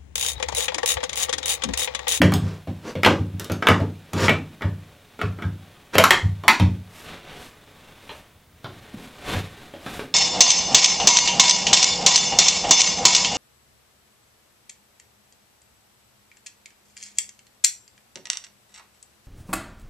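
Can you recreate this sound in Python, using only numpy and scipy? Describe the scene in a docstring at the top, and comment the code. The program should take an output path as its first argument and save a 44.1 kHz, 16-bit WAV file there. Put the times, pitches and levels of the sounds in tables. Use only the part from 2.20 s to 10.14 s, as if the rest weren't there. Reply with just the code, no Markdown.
"""A steel clamp is set on a board on a wooden workbench; a man slides its jaw down and screws it tight.
Each impact excites damped modes: the steel clacks and clinks, the board knocks, the bench booms,
and a small workshop reverberates. Stick-slip friction makes the jaw scrape and the bar sing.
He lets go, brushes the board, pats his trousers and walks off in rustling clothes, near one microphone."""
import sys
import numpy as np
from scipy import signal
from scipy.io import wavfile
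from scipy.ndimage import uniform_filter1d

SR = 44100
rng = np.random.default_rng(int(sys.argv[2]) if len(sys.argv) > 2 else 0)


def output_pcm(signal):
    """Save a mono or channel-first signal as 16-bit PCM at the path in sys.argv[1].

    Samples are clipped to [-1, 1] before scaling.
    """
    pcm = np.clip(np.atleast_2d(signal).T, -1, 1) * 32767
    wavfile.write(sys.argv[1], SR, np.round(pcm).astype(np.int16))


N = 350154
TIME = np.arange(N) / SR
RING = np.arange(20480) / SR  # time since a blow [s]

# spectra of contact on wood and on thin steel: (frequency [Hz], level [dB])
WOOD_SPECTRUM = [(70, -15.5), (200, 2), (400, 4), (640, -1), (1000, -10.5), (1800, -19), (5000, -60)]
TICK_SPECTRUM = [(1500, -2.5), (4000, 3.5), (6500, 4), (9500, -0.5), (12500, 1.5), (16000, -7.5)]


def amp(db):
    return 10 ** (np.asarray(db) / 20)


def unit_rms(x):
    return x / np.sqrt(np.mean(x ** 2) + 1e-20)


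def unit_energy(x):
    return x / np.sqrt(np.sum(x ** 2) + 1e-20)


def with_energy(x, seconds):
    """Energy is power times duration: x gets that of a unit-power sound of this length."""
    return unit_energy(x) * np.sqrt(seconds * SR)


def curve_at(points, hz):
    """Linear interpolation on a log-frequency axis."""
    f, value = np.transpose(points)
    return np.interp(np.log(hz + 1), np.log(f + 1), value)


def add(mix, s, sound):
    part = mix[max(round(s * SR), 0):][:len(sound)]
    part += sound[:len(part)]


def colour(x, spectrum, centre_hz=1000, bump_db=0, octaves=.5):
    """Minimum-phase filtering by a spectrum with an optional broad resonance."""
    hz = abs(np.fft.fftfreq(4096, 1 / SR))
    db = curve_at(spectrum, hz) + bump_db * np.exp(-(np.log2((hz + 1) / centre_hz) / octaves) ** 2)
    response = np.exp(np.conj(signal.hilbert(np.log(amp(db)))))
    taps = np.fft.ifft(response).real
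    return signal.oaconvolve(x, unit_energy(taps[:len(taps) // 2]))[:len(x)]


def decay(t60):
    """Exponential damping: 60 dB in t60 seconds."""
    return np.exp(-np.log(1000) * RING / t60)


def ring(modes, centre_hz, favour_db=6):
    """Modal superposition: damped sines of random sign, favoured near the struck spot's resonance."""
    out = np.zeros(len(RING))
    for hz, db, t60 in modes:
        nearness = np.exp(-(np.log2(hz / centre_hz) / 0.37) ** 2)
        out += rng.choice([-1, 1]) * amp(db + favour_db * nearness) * decay(t60) * np.sin(2 * np.pi * hz * RING)
    return unit_energy(out)


def room(build_s):
    """Diffuse reverberation: dense reflections build up, then decay band by band."""
    # reverberation of the workshop: (frequency [Hz], t60 [s])
    decay_times = [(150, 0.56), (600, 0.29), (3600, 0.25), (7000, 0.31), (14000, 0.14)]
    hz, t, bands = signal.stft(rng.standard_normal(len(RING)), SR, nperseg=256)
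    absorption = np.exp(-np.log(1000) * t / curve_at(decay_times, hz)[:, None])
    tail = signal.istft(bands * absorption, SR, nperseg=256)[1][:len(RING)]
    return unit_energy(tail * (1 - np.exp(-RING / build_s)))


def impact(chatter_db, chatter_t60, wet_db, build_s):
    """Impulsive excitation: a pulse and brief contact chatter, prolonged by reverberation."""
    chatter = unit_energy(rng.standard_normal(len(RING)) * decay(chatter_t60))
    direct = (RING == 0) + amp(chatter_db) * chatter
    return unit_energy(direct + amp(wet_db) * signal.fftconvolve(direct, room(build_s))[:len(RING)])


def friction(spectrum, grain_db, per_s):
    """Stick-slip friction: random slips of uneven size, smeared by reverberation."""
    slips = (rng.random(N) < per_s / SR) * rng.standard_normal(N)
    slips *= amp(grain_db * np.minimum(rng.exponential(1, N), 4))
    return unit_rms(colour(slips + signal.oaconvolve(slips, room(build_s=0.041))[:N], spectrum))


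def strokes(rows, main, second):
    """Friction noise follows speed: two noises swell and fade under each stroke's Gaussian envelope."""
    return sum(amp(db) * np.exp(-.5 * ((TIME - s) / half_s) ** 2) * (main + amp(second_db) * second)
               for s, db, half_s, second_db in rows)


def air():
    """Stationary noise floor: the quiet workshop and the microphone's own hiss."""
    # background spectrum: (frequency [Hz], level [dB])
    floor_spectrum = [(20, -14.5), (92, 5), (560, -14), (2690, -22), (4610, -23.5), (13200, -26),
                      (16000, -23.5)]
    return amp(-56.5) * unit_rms(colour(rng.standard_normal(N), floor_spectrum))


def clothes():
    """Cloth friction: folds rustle and fibres hiss, modulated as they catch and let go."""
    # spectra of folds and of fibres: (frequency [Hz], level [dB])
    fold_spectrum = [(50, 4), (150, 5.5), (330, 4.5), (550, 4.5), (1100, 2), (3700, -0.5), (4800, -11.5),
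                     (15000, -28.5)]
    fibre_spectrum = [(2500, -3.5), (6000, -8.5), (13000, -10), (16000, -22)]
    # body movement, its first level held from the start: (time [s], level [dB])
    movement = [(4.6, -53.5), (5.3, -54.5), (5.7, -49.5), (6.3, -62), (6.55, -49), (7.4, -46), (7.94, -54)]
    # the hand brushing the board (4.81 and 5.23 s), then sleeves and trousers: (centre time [s], level [dB],
    # half width [s], relative hiss [dB])
    swishes = [(4.81, -54, 0.063, 5.5), (4.925, -38.5, 0.039, -24), (5.11, -44.5, 0.069, -22),
               (5.23, -50.5, 0.054, 0), (5.94, -54, 0.063, -1), (6.83, -56, 0.033, 0),
               (7.135, -29, 0.052, -12), (7.745, -40.5, 0.061, -2.5)]
    catch_db = unit_rms(signal.sosfilt(signal.butter(2, 25, fs=SR, output="sos"), rng.standard_normal(N)))
    rustle = friction(fold_spectrum, grain_db=1.5, per_s=5000)
    hiss = friction(fibre_spectrum, grain_db=-1, per_s=8300)
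    stir = amp(np.interp(TIME, *np.transpose(movement))) * (rustle + amp(-9) * hiss)
    return amp(catch_db) * (stir + strokes(swishes, rustle, hiss))


def bench(boom_db, tilt_db):
    """Rise time sets bandwidth: a slow push swells the deep modes, a quick one the upper ones too."""
    # bench modes: (frequency [Hz], level [dB], t60 [s])
    modes = [(97.86, 8, 0.42), (84.45, -2, 0.42), (67.4, -11, 0.35), (126, -4, 0.42), (155, -1, 0.55),
             (183.8, 1, 0.46), (238.5, -2.5, 0.36), (293, -3, 0.3)]
    build_s = 0.024 * amp(-tilt_db) ** .5
    swell = np.sin(np.pi / 2 * np.minimum(RING / build_s, 1)) ** 2
    # the first swing rings slightly louder, then the level settles a little lower
    damping = 0.66 + 0.069 * np.exp(-(np.maximum(RING - build_s, 0) / 0.064) ** 2)
    boom = sum(amp(db + tilt_db * np.log2(hz / 100)) * decay(t60)
               * np.sin(2 * np.pi * (hz * RING + rng.random())) for hz, db, t60 in modes)
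    return amp(boom_db) * swell * damping * boom


def leaning():
    """Transient loading: pushes and dull bumps set the bench vibrating."""
    # loads on the bench top: (time [s], level [dB], tilt [dB/octave])
    pushes = [(0.0, -25, 12), (0.034, -15, 1), (0.12, -16.5, 0), (0.207, -18.5, -6), (0.993, -23, 1),
              (1.124, -30, 0), (2.002, -19.5, -7.5), (2.071, -25, -2), (4.024, -14.5, -9.5),
              (4.396, -15.5, 0.5), (4.425, -15, -6.5), (7.132, -23.5, -4)]
    out = np.zeros(N)
    for s, db, tilt_db in pushes:
        add(out, s, bench(db, tilt_db))
    return out


def bar_ring(tuning):
    """Free vibration of the thin steel bar: the jaw's place sets the ringing length, hence the tuning."""
    # bar modes: (frequency at tuning 1 [Hz], level [dB], t60 [s])
    modes = [(5642, 3, .11), (7251, 0, .25), (8400, -6, .17), (10450, -3, .19), (13216, -4, .2)]
    return ring([(hz * tuning, db, t60) for hz, db, t60 in modes], centre_hz=modes[0][0])


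def strike(clack_db, body_db, tick_db, hz, ring_db):
    """Impact on coupled parts: one blow sounds the cast jaw, the board under it and the bar."""
    # spectrum of the jaw's clack: (frequency [Hz], level [dB])
    clack_spectrum = [(300, -50.5), (700, -10.5), (950, -2.5), (1750, -5.5), (3400, -10), (4300, -15.5),
                      (7000, -27.5), (15000, -47.5)]
    # clamp modes: (frequency [Hz], level [dB], t60 [s])
    clamp_modes = [(885, -3, .18), (1281, 1, .13), (1435, -1, .11), (1920, -1, .1), (2045, 9, .014),
                   (2220, 0, .15), (2350, -2, .14), (3030, -4, .09), (3350, -6, .1)]
    softness = np.clip(-clack_db / 20, 0, 1)  # light touches chatter more and build more slowly
    onset = 1 - np.exp(-RING / (.0001 + 0.00093 * softness))
    jaw_hit = impact(5 + 4.7 * softness, chatter_t60=0.023, wet_db=-1.5 + 3.9 * softness, build_s=0.0027)
    clack = unit_energy(colour(jaw_hit, clack_spectrum, hz, bump_db=8.5, octaves=0.27))
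    steel = ring(clamp_modes, hz)
    steel = unit_energy(steel + amp(-11) * signal.fftconvolve(steel, room(build_s=0.0013))[:len(RING)])
    wood_hit = impact(chatter_db=2.5, chatter_t60=0.021, wet_db=1.5, build_s=0.0066)
    body = unit_energy(colour(wood_hit, WOOD_SPECTRUM, hz, bump_db=8, octaves=0.93))
    bar_hit = impact(chatter_db=5.5, chatter_t60=0.023, wet_db=-6, build_s=0.001)
    tick = unit_energy(colour(bar_hit, TICK_SPECTRUM))
    bar = bar_ring(tuning=1 + 0.056 * rng.standard_normal())
    return (amp(clack_db) * with_energy(onset * (clack + amp(ring_db) * steel), seconds=0.00047)
            + amp(body_db) * with_energy(onset * body, seconds=0.0061)
            + amp(tick_db) * with_energy(tick + amp(-12.5) * bar, seconds=0.005))


def board_knocks():
    """Structure-borne sound: the clamp bumps the board, which rings and shakes the bench."""
    # bumps: (time [s], clack [dB], wooden body [dB], resonance [Hz], board ring [dB], bench boom [dB])
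    knocks = [(0.0168, -1.5, -12.5, 504, -15.5, -21.5), (0.4728, -28.5, -27.5, 550, -38, -29),
              (0.753, -20.5, -23, 503, -26, -28.5), (0.8619, 4, -6, 800, -14.5, -21),
              (1.2978, -15, -21.5, 530, -24, -26), (1.4862, 4.5, -7.5, 1210, -16.5, -16.5),
              (1.6014, -21.5, -20, 672, -25, -23), (1.932, -17.5, -23, 1230, -33, -24),
              (2.0944, -1, -13.5, 2250, -18.5, -23), (3.7539, -4, -12, 700, -21.5, -22.5),
              (3.7835, -4, -19, 520, -11.5, -35), (3.797, -7, -22, 640, -7.5, -39),
              (4.398, -7, -20, 300, -30, -22)]
    # board modes: (frequency [Hz], level [dB], t60 [s])
    board_modes = [(408, -1, .17), (510, 0, .13), (594, 0, .13), (654, 2, .14)]
    out = np.zeros(N)
    for s, clack_db, body_db, hz, board_db, boom_db in knocks:
        add(out, s, strike(clack_db, body_db, tick_db=clack_db - 29, hz=hz, ring_db=-10.5))
        add(out, s, amp(board_db) * with_energy(ring(board_modes, hz, favour_db=11.5), seconds=0.0058))
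        add(out, s, bench(boom_db, tilt_db=2.5))
    return out


def jaw_clacks():
    """Brief, hard contact excites a wide band: the jaw snaps against the bar."""
    # snaps: (time [s], clack [dB], wooden body [dB], tick [dB], resonance [Hz], ring re clack [dB])
    clacks = [(0.0173, -1, -16, -25.5, 593, -9), (0.1209, -10.5, -20.5, -35, 1270, -6),
              (0.833, -1, -16, -28, 1720, -4), (0.8482, 4, -16.5, -27, 3250, -12),
              (1.4237, -6.5, -19.5, -45.5, 1530, -1), (1.4696, 4.5, -14, -30, 3030, -4),
              (2.0826, 3, -16.5, -43, 2230, 7.5), (3.7826, 5.5, -17, -12, 2570, -7.5),
              (3.839, 8, -30, -13, 1430, -14), (3.907, 9, -13.5, -15, 1855, -24.5),
              (4.2362, -17.5, -26, -50.5, 1120, -12), (4.2807, 11.5, -19, -12.5, 2120, -4)]
    out = np.zeros(N)
    for s, *settings in clacks:
        add(out, s, strike(*settings))
    return out


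def bar_clinks():
    """Free decay: light taps leave the loose bar ringing in its high modes."""
    # taps: (time [s], tick [dB], bar ring [dB], tuning [ratio])
    clinks = [(0.138, -23.5, -27, 1.158), (1.1969, -28.5, -41, 0.96), (1.2444, -34, -49, 1.1),
              (1.3194, -30.5, -37, 0.62), (1.934, -33, -39, 0.81)]
    out = np.zeros(N)
    for s, db, bar_db, tuning in clinks:
        add(out, s, strike(clack_db=db + 8.5, body_db=db - 1, tick_db=db, hz=3550, ring_db=-23))
        add(out, s, amp(bar_db) * with_energy(bar_ring(tuning), seconds=0.0024))
    return out


def sliding():
    """Frictional excitation: steel scrapes, the board grinds, and the dragging jaw sets the bar singing."""
    # jaw, screw and board slide: (centre time [s], scrape [dB], half width [s], relative grind [dB])
    slides = [(0.29, -45.5, 0.061, 5), (0.69, -39, 0.03, 4.5), (2.018, -26.5, 0.035, 3),
              (2.06, -27.5, 0.02, 3), (3.748, -27, 0.0083, 1)]
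    # spectrum of steel on steel: (frequency [Hz], level [dB])
    scrape_spectrum = [(400, -21.5), (780, -37), (910, 8.5), (1080, 7), (1700, 2.5), (5500, -7),
                       (15000, -27)]
    # the jaw drags along the bar: (centre time [s], singing [dB], half width [s], tuning [ratio])
    drags = [(0.695, -45, 0.02, .83), (2.04, -37, .035, 0.97)]
    scrape = friction(scrape_spectrum, grain_db=1, per_s=1500)
    grind = friction(WOOD_SPECTRUM, grain_db=3.5, per_s=550)
    out = strokes(slides, scrape, grind)
    grit, grit_db = friction(TICK_SPECTRUM, grain_db=4.5, per_s=500), -7
    for s, db, half_s, tuning in drags:
        singing = unit_rms(signal.oaconvolve(grit, bar_ring(tuning))[:N])
        out += strokes([(s, db, half_s, grit_db)], singing, grit)
    return out


def screw():
    """Backlash: a light touch takes up the handle's play, it clunks, then the twist rocks the bench."""
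    # turns: (time [s], clunk [dB], lead of the touch [s], resonance [Hz], bench boom [dB])
    turns = [(2.4197, -13.5, 0.011, 1670, -19), (3.014, -8, 0.023, 1300, -20.5),
             (3.2216, -16, .035, 1570, -22)]
    touch_db, twist_lag_s = -11.5, 0.01404
    out = np.zeros(N)
    for s, clunk_db, lead_s, hz, boom_db in turns:
        for at, db in (s - lead_s, clunk_db + touch_db), (s, clunk_db):
            add(out, at, strike(clack_db=db, body_db=0.53 * db - 16, tick_db=db - 34.5, hz=hz, ring_db=0.5))
        add(out, s + twist_lag_s, bench(boom_db, tilt_db=-5))
    return out


def soft_blows():
    """Damped impacts: soft pats, footsteps and a dull bump against the bench, each a slap and a thud."""
    # blows: (time [s], slap [dB], thud [dB], thud resonance [Hz])
    blows = [(5.893, -30, -46, 65), (6.444, -29, -32, 111.4), (6.742, -59, -31, 230),
             (7.538, -32.5, -38.5, 318), (7.663, -27.5, -30.5, 740), (7.794, -27.5, -29.5, 376)]
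    # spectra of slap and thud: (frequency [Hz], level [dB])
    slap_spectrum = [(150, -13), (600, 9), (2000, 0), (3600, -1), (5000, -13), (15000, -70)]
    thud_spectrum = [(40, -24), (150, -3.5), (300, -9), (600, -17.5), (3000, -43)]
    out = np.zeros(N)
    for s, slap_db, thud_db, hz in blows:
        slap = colour(impact(chatter_db=22, chatter_t60=0.03, wet_db=3, build_s=0.0027), slap_spectrum)
        soft_hit = impact(chatter_db=-3, chatter_t60=0.04, wet_db=-3, build_s=0.01)
        thud = colour(soft_hit, thud_spectrum, hz, bump_db=12)
        add(out, s, amp(slap_db) * with_energy(slap, seconds=0.0071))
        add(out, s, amp(thud_db) * with_energy(thud, seconds=0.016))
    return out


def scene():
    """Superposition at one microphone, whose two channels are nearly alike."""
    clamp = board_knocks() + jaw_clacks() + bar_clinks() + screw()
    mono = clamp + leaning() + sliding() + soft_blows() + clothes() + air()
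    envelope = np.sqrt(abs(uniform_filter1d(mono ** 2, size=1024)))
    # a faint noise that swells with the sound sets the channels slightly apart
    roughness = unit_rms(colour(rng.standard_normal(N), [(300, 7), (15000, -4.5)]))
    side = (amp(-69.5) + amp(-38.5) * envelope) * roughness
    return np.array([mono + side, mono - side])


def record(dry):
    """Saturation: the hardest blows overload the input; a low-pass then limits the band."""
    clipped = dry / (1 + dry ** 8) ** (1 / 8)
    low_pass = signal.firwin(255, 16200, window=("kaiser", 8), fs=SR)
    return signal.oaconvolve(clipped, low_pass[None], "same")


dry = scene()
out = record(dry)
output_pcm(out)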